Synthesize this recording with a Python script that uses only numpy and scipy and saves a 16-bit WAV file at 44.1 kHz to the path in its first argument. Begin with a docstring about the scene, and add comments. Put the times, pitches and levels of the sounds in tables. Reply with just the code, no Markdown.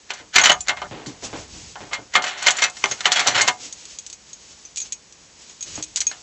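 """Inside a parked car with the engine off, a key is worked in the lock of a faulty steering column.
The lock knocks, scrapes and squeaks in bursts, and the plastic column rings with it. A hand bumps
the trim and a sleeve swishes. Then the key is drawn out, and the bunch jingles in the hand, metal
on metal, until it is brought back to the lock. Glass and dashboard add a very short echo."""
import sys
import numpy as np
from scipy import signal
from scipy.fft import rfft, irfft
from scipy.io import wavfile
from scipy.ndimage import uniform_filter1d, minimum_filter1d

SR = 44100
rng = np.random.default_rng(int(sys.argv[2]) if len(sys.argv) > 2 else 0)


def file_out(sig):
    """Save sig as 16-bit WAV at sys.argv[1]."""
    # one column per channel
    cols = np.atleast_2d(sig).T
    # limit, then scale
    lim = np.clip(cols, -1, 1)
    pcm = np.round(lim * 32767).astype(np.int16)
    wavfile.write(sys.argv[1], SR, pcm)


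N = 274302
TIME = np.arange(N) / SR


def from_db(db):
    """Turn decibels (dB) into a number to multiply by."""
    return 10 ** (np.asarray(db) / 20)


def rms_one(x):
    """Scale a sound so that its average strength (rms) is 1."""
    return x / np.sqrt(np.mean(x ** 2) + 1e-20)


def colour(x, spectrum, size=4096):
    """Shape the bass and treble of a sound to follow a colour table."""
    hz, db = np.transpose(spectrum)
    grid = np.maximum(np.fft.rfftfreq(size, 1 / SR), 1)
    gains = from_db(np.interp(np.log(grid), np.log(hz), db))
    # build a minimum-phase filter: it never sounds before it is hit
    cepstrum = irfft(np.log(gains))
    cepstrum[1:size // 2] *= 2
    cepstrum[size // 2 + 1:] = 0
    pulse = irfft(np.exp(rfft(cepstrum)))
    return signal.fftconvolve(x, pulse / np.abs(pulse).max())[:N]


def band(x, edges_hz):
    """Keep what lies between two frequencies."""
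    return signal.sosfilt(signal.butter(3, edges_hz, "band", fs=SR, output="sos"), x)


def hiss(spectrum):
    """Smooth noise with the given colour."""
    return rms_one(colour(rng.standard_normal(N), spectrum))


def grains(spectrum, per_s, spread_db):
    """Gritty noise: many tiny contacts of uneven size."""
    sizes = from_db(spread_db * np.minimum(rng.exponential(1, N), 4)) * rng.choice([-1, 1], N)
    touches = rng.random(N) < per_s / SR
    return rms_one(colour(sizes * touches, spectrum))


def strikes(starts, db):
    """One click at each start time."""
    out = np.zeros(N)
    out[np.round(starts * SR).astype(int)] = from_db(db)
    return out


def decays(starts, db, t60, rise_s, hz=None, bend=1):
    """Loudness curves, or tones if given hz, that fall 60 dB in the fade time of t60 seconds."""
    out, age = np.zeros(N + SR), TIME[:SR // 2]
    t60 = np.broadcast_to(t60, len(starts))
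    for k, start in enumerate(starts):
        fade = from_db(db[k] - 60 * (age / t60[k]) ** bend)   # bend over 1: hold, then drop
        shape = fade * (1 - np.exp(-age / rise_s))
        at = round(start * SR)
        out[at:at + len(age)] += shape if hz is None else shape * np.sin(2 * np.pi * hz[k] * age)
    return out[:N]


def resonance(x, hz, width_hz):
    """Pick out a narrow range around one pitch; the narrower, the longer it rings."""
    r = np.exp(-np.pi * width_hz / SR)
    feedback = [1, -2 * r * np.cos(2 * np.pi * hz / SR), r * r]
    return signal.lfilter(np.array([1, 0, -1]) * (1 - r * r) / 2, feedback, x + 1e-18)


def ring(clicks, hz, t60):
    """Each click starts a pure tone that fades."""
    r, w = from_db(-60 / (t60 * SR)), 2 * np.pi * hz / SR
    return signal.lfilter([0, np.sin(w)], [1, -2 * r * np.cos(w), r * r], clicks + 1e-18)


def struck(tones, starts, db, pitch_hz, near_db=14, near_octaves=0.071):
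    """A blow rings all of an object's tones, a little by chance, favouring those near its own pitch."""
    luck_db = rng.normal(0, 2.0, (len(starts), len(tones)))
    out = 0
    for k, (hz, tone_db, t60) in enumerate(tones):
        near = np.exp(-(np.log2(pitch_hz / hz) / near_octaves) ** 2)
        blows = strikes(starts, db + tone_db + near_db * near + luck_db[:, k])
        out = out + ring(blows, hz, t60)
    return out


# The colour of the background noise. Each row: frequency in Hz, relative level in dB.
AIR_COLOUR = [(15, -43.5), (25, -17.5), (59, -3), (116, -8.5), (155, -7.5), (328, -8), (437, -7.5),
              (674, -12), (878, -10.5), (1090, -11.5), (1170, -13.5), (3990, -12), (7110, -7.5),
              (7830, -9.5), (10200, -33.5), (17200, -120)]
# Its rumble, middle and hiss. Each row: lower edge in Hz, upper edge in Hz.
AIR_BANDS = [(20, 200), (200, 2400), (2400, 9000)]
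# Sweeps of the arm. Each row: middle in seconds, half-length in seconds, hiss in dB, rumble in dB.
SWISHES = [(0.8, 0.26, -54, -52), (1.28, 0.055, -40.5, -57), (1.55, 0.26, -44, -49.5),
           (2.9, 0.12, -41.5, -59.5), (3.729, 0.19, -42, -70), (4.397, 0.3, -48.5, -82),
           (4.866, 0.044, -46, -66), (5.62, 0.27, -47, -78), (5.806, 0.11, -40.5, -52.5),
           (6.12, 0.13, -41.5, -61)]
def air_and_sleeve(floor_db=(-62, -57.5, -51.5), rustle_db=-12.5, flutter_db=4, flutter_s=0.043):
    """Faint steady rumble and hiss; over it the sleeve swells, flutters and fades as the arm sweeps."""
    wander = np.interp(TIME / flutter_s, np.arange(1000), rng.standard_normal(1000))
    flutter = from_db(flutter_db * wander)
    power = from_db(floor_db)[:, None] ** 2   # one row for each band
    for middle, half_s, hiss_db, rumble_db in SWISHES:
        swell = np.exp(-((TIME - middle) / half_s) ** 2) * flutter ** 2
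        power = power + swell * from_db([rumble_db, hiss_db + rustle_db, hiss_db])[:, None] ** 2
    noise = hiss(AIR_COLOUR)
    return sum(level * rms_one(band(noise, edges)) for edges, level in zip(AIR_BANDS, np.sqrt(power)))


# The low, middle and high part of a rattle. Each row: lower edge in Hz, upper edge in Hz.
RATTLE_BANDS = [(120, 1000), (1000, 4000), (4000, 9000)]
# The same three parts. Each row: gain in dB, share of the brightness, multiplier of the fade time.
RATTLE_SHAPE = [(-18.5, -0.67, 1.47), (-7, 0.058, 0.79), (-6.5, 1.0, 0.51)]
def rattle(grit, starts, db, bright_db, t60, rise_s):
    """Shaken loose parts chatter on, then settle abruptly, the treble first."""
    out = 0
    for edges, (gain_db, share, stretch) in zip(RATTLE_BANDS, RATTLE_SHAPE):
        loudness = decays(starts, db + gain_db + share * bright_db, t60 * stretch, rise_s, bend=1.4)
        out = out + rms_one(band(grit, edges)) * loudness
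    return out


# The colour of contacts in the lock. Each row: frequency in Hz, relative level in dB.
LOCK_COLOUR = [(59, -56.5), (100, -2), (346, -17.5), (400, -19), (463, -12), (717, -9), (1660, -2),
               (2110, 0), (5050, -5.5), (6770, -7), (7830, -11.5), (10200, -20), (17200, -120)]
# Knocks of the lock. Each row: start in seconds, crack level in dB, clack pitch in Hz,
# ring level in dB, brightness in dB, base fade time in seconds.
KNOCKS = [(0.1045, -7, 2540, -20, -2.5, 0.087), (0.135, -23, 4040, -39.5, 14, 0.08),
          (0.36, 13, 2386, -3.5, 3, 0.063), (0.3827, 9.5, 2270, -6.5, -4, 0.17),
          (0.437, -5, 1820, -9.5, 3.5, 0.15), (0.4572, 3.5, 2960, -9, -1, 0.12),
          (0.4974, 5.5, 2950, -2.5, -4.5, 0.025), (0.5037, 2, 1910, -8.5, -7.5, 0.045),
          (0.516, -27, 1170, -10, -4, 0.084), (0.684, 1, 2030, -14, -3.5, 0.11),
          (0.6932, -16, 2080, -15.5, -5, 0.093), (0.7713, -16, 2050, -29, -9.5, 0.14),
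          (0.818, -17, 1216, -24.5, -18.5, 0.1), (1.0613, -21, 4300, -42, 12.5, 0.34),
          (1.334, -33, 1200, -35, -18, 0.091), (1.7564, -22.5, 900, -31.5, -23, 0.073),
          (1.9317, -13, 2070, -19, 0, 0.14), (2.154, 6, 1210, -8.5, -3.5, 0.087),
          (2.1603, -14, 2130, -15, -10.5, 0.16), (2.2212, -20, 3020, -28.5, 7.5, 0.12),
          (2.2403, -9, 4320, -20, -3, 0.13), (2.4628, -18, 2960, -17.5, 5, 0.12),
          (2.468, 1, 2170, -11, 1.5, 0.1), (2.4828, -4, 2950, -12.5, -0.5, 0.092),
          (2.586, -14, 2200, -18, 2, 0.1), (2.6215, -6, 2100, -10.5, 2.5, 0.13),
          (2.768, -37, 2030, -33.5, 8.5, 0.056), (2.8406, 6, 1140, -14, -13, 0.064),
          (2.858, -5.5, 1580, -33.5, -13, 0.29), (2.9137, -16, 1600, -24, 6.5, 0.094),
          (3.0063, -13.5, 3620, -21, 3.5, 0.053), (3.0562, 1, 3090, -7, -2.5, 0.12),
          (3.119, -2, 3300, -13.5, 6.5, 0.14), (3.4093, -8, 2140, -14.5, 4, 0.11),
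          (3.4769, -13, 747, -12, 5, 0.091), (3.4826, -15, 990, -11.5, -4, 0.067),
          (5.972, -21, 3100, -31, 11, 0.086), (6.015, -14.5, 2330, -30, 13.5, 0.048),
          (6.1145, -12.5, 4330, -33, -7, 0.15)]
def knocks():
    """Each knock is a click, an instant of hard chatter, then the rattle of loose parts."""
    starts, crack_db, _, ring_db, bright_db, t60 = np.transpose(KNOCKS)
    click = colour(strikes(starts, crack_db - 8), LOCK_COLOUR)
    chatter = hiss(LOCK_COLOUR) * decays(starts, crack_db - 11.5, t60=0.01, rise_s=0.00005)
    grit = grains(LOCK_COLOUR, per_s=7000, spread_db=1.0)
    return click + chatter + rattle(grit, starts, ring_db, bright_db, t60, rise_s=0.00015)


def swell_before_knocks(gain_db=-15, swell_s=0.06):
    """A faint, short gritty swell leads into each knock."""
    starts, _, _, ring_db, _, _ = np.transpose(KNOCKS)
    clicks = strikes(starts, ring_db + gain_db)
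    fade = from_db(-60 / (swell_s * SR))
    swell = signal.lfilter([1], [1, -fade], clicks[::-1] + 1e-18)[::-1]   # a fade run backwards
    return swell * grains(LOCK_COLOUR, per_s=3700, spread_db=6.0)


# Tones of the lock housing. Each row: pitch in Hz, relative level in dB, fade time in seconds.
HOUSING_TONES = [(749.6, -27, 0.22), (985, -21, 0.16), (1218, -20, 0.17), (2124, -18, 0.14),
                 (2290, -24.5, 0.09), (2620, -18, 0.04), (3015, -16.5, 0.07), (5150, -22, 0.069)]
def housing():
    """At each knock the part that is hit gives a hollow clack and the housing rings on, with little bass."""
    starts, crack_db, pitch_hz, ring_db, _, _ = np.transpose(KNOCKS)
    clack_db = (crack_db + ring_db) / 2 - 2
    clacks = decays(starts, clack_db, t60=0.014, rise_s=0.00038, hz=pitch_hz)
    ringing = struck(HOUSING_TONES, starts, ring_db, pitch_hz)
    return band(clacks + ringing, edges_hz=(350, 9000))


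# Pitches the column boosts or weakens. Each row: pitch in Hz, width in Hz, gain in dB.
COLUMN_RESONANCES = [(395, 15, 10), (470, 58, -14), (595, 44, 4), (643, 12, -5.5), (730.6, 8.8, 11),
                     (824, 12, 6.5), (985, 9.4, 0.5), (1157, 12, 5), (1364, 30, 6.5), (1475, 40, 8.5),
                     (1650, 30, 7), (1780, 25, 8), (1940, 35, 6), (2100, 40, 4.5), (2360, 51, 2.5),
                     (2770, 220, -2), (2980, 97, 5), (3360, 240, 1), (3920, 69, -1), (4220, 80, 4),
                     (5020, 360, -8), (5110, 26, 4.5), (6020, 31, 6.5), (6030, 41, 2), (7220, 140, 9.5),
                     (7210, 82, -3.5)]
def column(x, bass_edge_hz=355):
    """The column and its plastic cover ring with whatever shakes them, but give off little bass."""
    for hz, width_hz, db in COLUMN_RESONANCES:
        x = x + (from_db(db) - 1) * resonance(x, hz, width_hz)
    return signal.sosfilt(signal.butter(2, bass_edge_hz, "high", fs=SR, output="sos"), x)


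# Turns of the key. Each row: start in seconds, end in seconds, level in dB.
TURNS = [(0.132, 0.218, -35), (2.372, 2.69, -25.5), (3.105, 3.462, -21.5)]
def scrape(gain_db=-9, edge_s=0.007):
    """While the key is turned, its teeth grind over the tumblers inside the lock."""
    effort = 0
    for start, end, db in TURNS:
        turning = (np.tanh((TIME - start) / edge_s) - np.tanh((TIME - end) / edge_s)) / 2
        effort = effort + from_db(db + gain_db) * turning
    return effort * grains(LOCK_COLOUR, per_s=2500, spread_db=2.5)


# The colours of a panel's thud and of rubbing skin. Each row: frequency in Hz, relative level in dB.
THUD_COLOUR = [(24, -49.5), (40, -54), (107, 7.5), (167, -6.5), (242, 1), (304, -2), (377, -5),
               (600, -17.5), (780, -54.5), (1320, -120)]
RUB_COLOUR = [(240, -27), (400, 5.5), (840, 3.5), (1280, -3.5), (2960, -6), (4710, -14.5), (7000, -29),
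              (9100, -46.5), (15400, -120)]
# Bumps on the trim. Each row: start in seconds, thud in dB, rub in dB, thud's fade time in seconds.
BUMPS = [(0.2, -40, -35.5, 0.15), (0.912, -31, -26.5, 0.45), (1.067, -24, -41, 0.21),
         (1.225, -31, -30.5, 0.39), (1.33, -25, -24.5, 0.21), (1.543, -42.5, -43.5, 0.38),
         (1.806, -32.5, -27, 0.21), (1.984, -34.5, -38, 0.24), (2.915, -38, -27.5, 0.15),
         (3.28, -31.5, -50, 0.27), (3.349, -37, -41, 0.9), (5.778, -24, -23.5, 0.088)]
def bumps():
    """Hand or arm meets the trim: a tap, a dull thud and a rub of skin. The panel booms briefly."""
    starts, thud_db, rub_db, t60 = np.transpose(BUMPS)
    tap = colour(strikes(starts, rub_db + 3.5), RUB_COLOUR)
    thud = hiss(THUD_COLOUR) * decays(starts, thud_db - 4.5, t60, rise_s=0.0019)
    skin = grains(RUB_COLOUR, per_s=4100, spread_db=3.5)
    rub = skin * decays(starts, rub_db - 8, t60 * 1.76, rise_s=0.0066)
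    contact = tap + thud + rub
    boom = from_db(12) * resonance(contact, hz=310.4, width_hz=7.6)
    return contact + boom


# Rasps of the sticking key. Each row: start in seconds, level in dB, brightness in dB,
# base fade time in seconds, squeak pitch in Hz.
RASPS = [(0.336, -24, 2, 0.24, 2330), (1.911, -27, -18, 0.14, 1203), (2.136, -18.5, 0.5, 0.13, 2080),
         (2.26, -20.5, -2, 0.4, 2590), (2.42, -22.5, -4.5, 0.54, 4330), (2.634, -9.5, 3.5, 0.1, 2600),
         (3.156, -11, -1, 0.17, 3326), (3.192, -11, 2.5, 0.11, 2240), (3.258, -17.5, -17.5, 0.16, 1330),
         (3.267, -14.5, 10.5, 0.15, 6030), (3.345, -11, -3.5, 0.21, 2930), (3.377, -13, -3.5, 0.21, 5360)]
def rasps():
    """The key sticks in the lock and grinds in short, gritty swells."""
    starts, db, bright_db, t60, _ = np.transpose(RASPS)
    grit = grains(LOCK_COLOUR, per_s=3500, spread_db=3.5)
    return rattle(grit, starts, db, bright_db, t60, rise_s=0.004)


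def squeaks():
    """Each rasp sets one metal part singing."""
    starts, db, _, _, pitch_hz = np.transpose(RASPS)
    return decays(starts, db - 5.5, t60=0.14, rise_s=0.0027, hz=pitch_hz)


# The colour of key hitting key. Each row: frequency in Hz, relative level in dB.
CLASH_COLOUR = [(470, -59), (800, -41), (1170, -36.5), (2440, -15.5), (2770, -14.5), (4250, -8),
                (5290, -11.5), (6470, -1.5), (7830, -3), (10200, -39.5), (17200, -120)]
# The keys' weaker tones. Each row: pitch in Hz, relative level in dB, fade time in seconds.
KEY_TONES = [(2510, -25, 0.16), (3350, -26, 0.08), (5840, -17.5, 0.072), (6030, -22, 0.12),
             (6557, -17.5, 0.089), (7100, -24.5, .06)]
# Chinks of the keys. Each row: start in seconds, clash level in dB, ring level in dB, pitch in Hz.
CHINKS = [(0.414, -29, -16, 6562), (0.518, -24, -17, 6470), (0.6062, -31, -19.5, 7220),
          (2.4265, -26, -40.5, 5830), (2.5065, -15, -33, 6847), (2.5684, -29, -24, 7100),
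          (2.6989, -33.5, -41, 6546), (2.912, -37, -18.5, 6450), (3.4162, -15, -17, 6630),
          (3.7261, -32, -34.5, 6570), (3.854, -36, -52, 7140), (3.9868, -30, -30, 6570),
          (4.0646, -32, -42, 5860), (4.1, -35.5, -48, 7300), (4.1284, -33.5, -35, 6340),
          (4.331, -38.5, -34.5, 6559), (4.6517, -49, -31, 6180), (4.7598, -30, -42, 6200),
          (4.7723, -25, -32, 2408), (4.7797, -35, -21.5, 6670), (4.8022, -29, -21.5, 6770),
          (4.8163, -35, -25.5, 6570), (4.824, -45, -27, 6300), (4.9229, -24.5, -24.5, 6550),
          (5.1247, -44, -46, 5750), (5.496, -51, -36, 6630), (5.6084, -37, -30, 6551),
          (5.6263, -29, -25.5, 6510), (5.755, -38, -28.5, 6540), (5.8258, -28, -23.5, 6490),
          (5.8378, -33, -41, 6580), (5.9598, -18, -22, 6740), (5.9713, -20, -37, 6554),
          (6.005, -20, -21, 5870), (6.0144, -28, -29, 6130), (6.0678, -27, -14, 6559)]
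def keys(ring_gain_db=2):
    """Metal ticks on metal, chatters for an instant and rings until the fingers damp it."""
    starts, clash_db, ring_db, pitch_hz = np.transpose(CHINKS)
    ticks = colour(strikes(starts, clash_db + 14), CLASH_COLOUR)
    chatter = grains(CLASH_COLOUR, per_s=6500, spread_db=1.0)
    clash = chatter * decays(starts, clash_db + 2.5, t60=0.053, rise_s=0.00094)
    main_tone = decays(starts, ring_db + ring_gain_db, t60=0.063, rise_s=0.0007, hz=pitch_hz)
    weaker_tones = struck(KEY_TONES, starts, ring_db + ring_gain_db, pitch_hz)
    return ticks + clash + main_tone + weaker_tones


def cabin(x, t60=0.1, echo_db=-12):
    """Sound bounces off glass and dashboard in a dense, short echo."""
    age = TIME[:SR // 3]
    tail = rng.standard_normal(len(age)) * from_db(-60 * age / t60) * (age > 0.003)
    echo = signal.fftconvolve(x, tail / np.linalg.norm(tail))[:N]
    return x + from_db(echo_db) * echo


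def scene():
    """Lock, hand and keys in the small cabin, as one channel."""
    lock = knocks() + rasps() + scrape()
    trim = bumps()
    bunch = keys()
    sources = column(lock + swell_before_knocks()) + housing() + squeaks() + trim + bunch
    return (cabin(sources) + air_and_sleeve())[None]


def record(dry, ceiling=1.0, cutoff_hz=8000):
    """A narrow band of treble is dipped, a fast limiter holds down loud knocks, and the top is cut."""
    heard = dry - 0.9 * resonance(dry, hz=7550, width_hz=310)
    gain = minimum_filter1d(ceiling / np.maximum(np.abs(heard), ceiling), size=11)
    limited = heard * uniform_filter1d(gain, size=11)
    return signal.sosfilt(signal.ellip(12, 0.2, 70, cutoff_hz, fs=SR, output="sos"), limited)


dry = scene()
out = record(dry)
file_out(out)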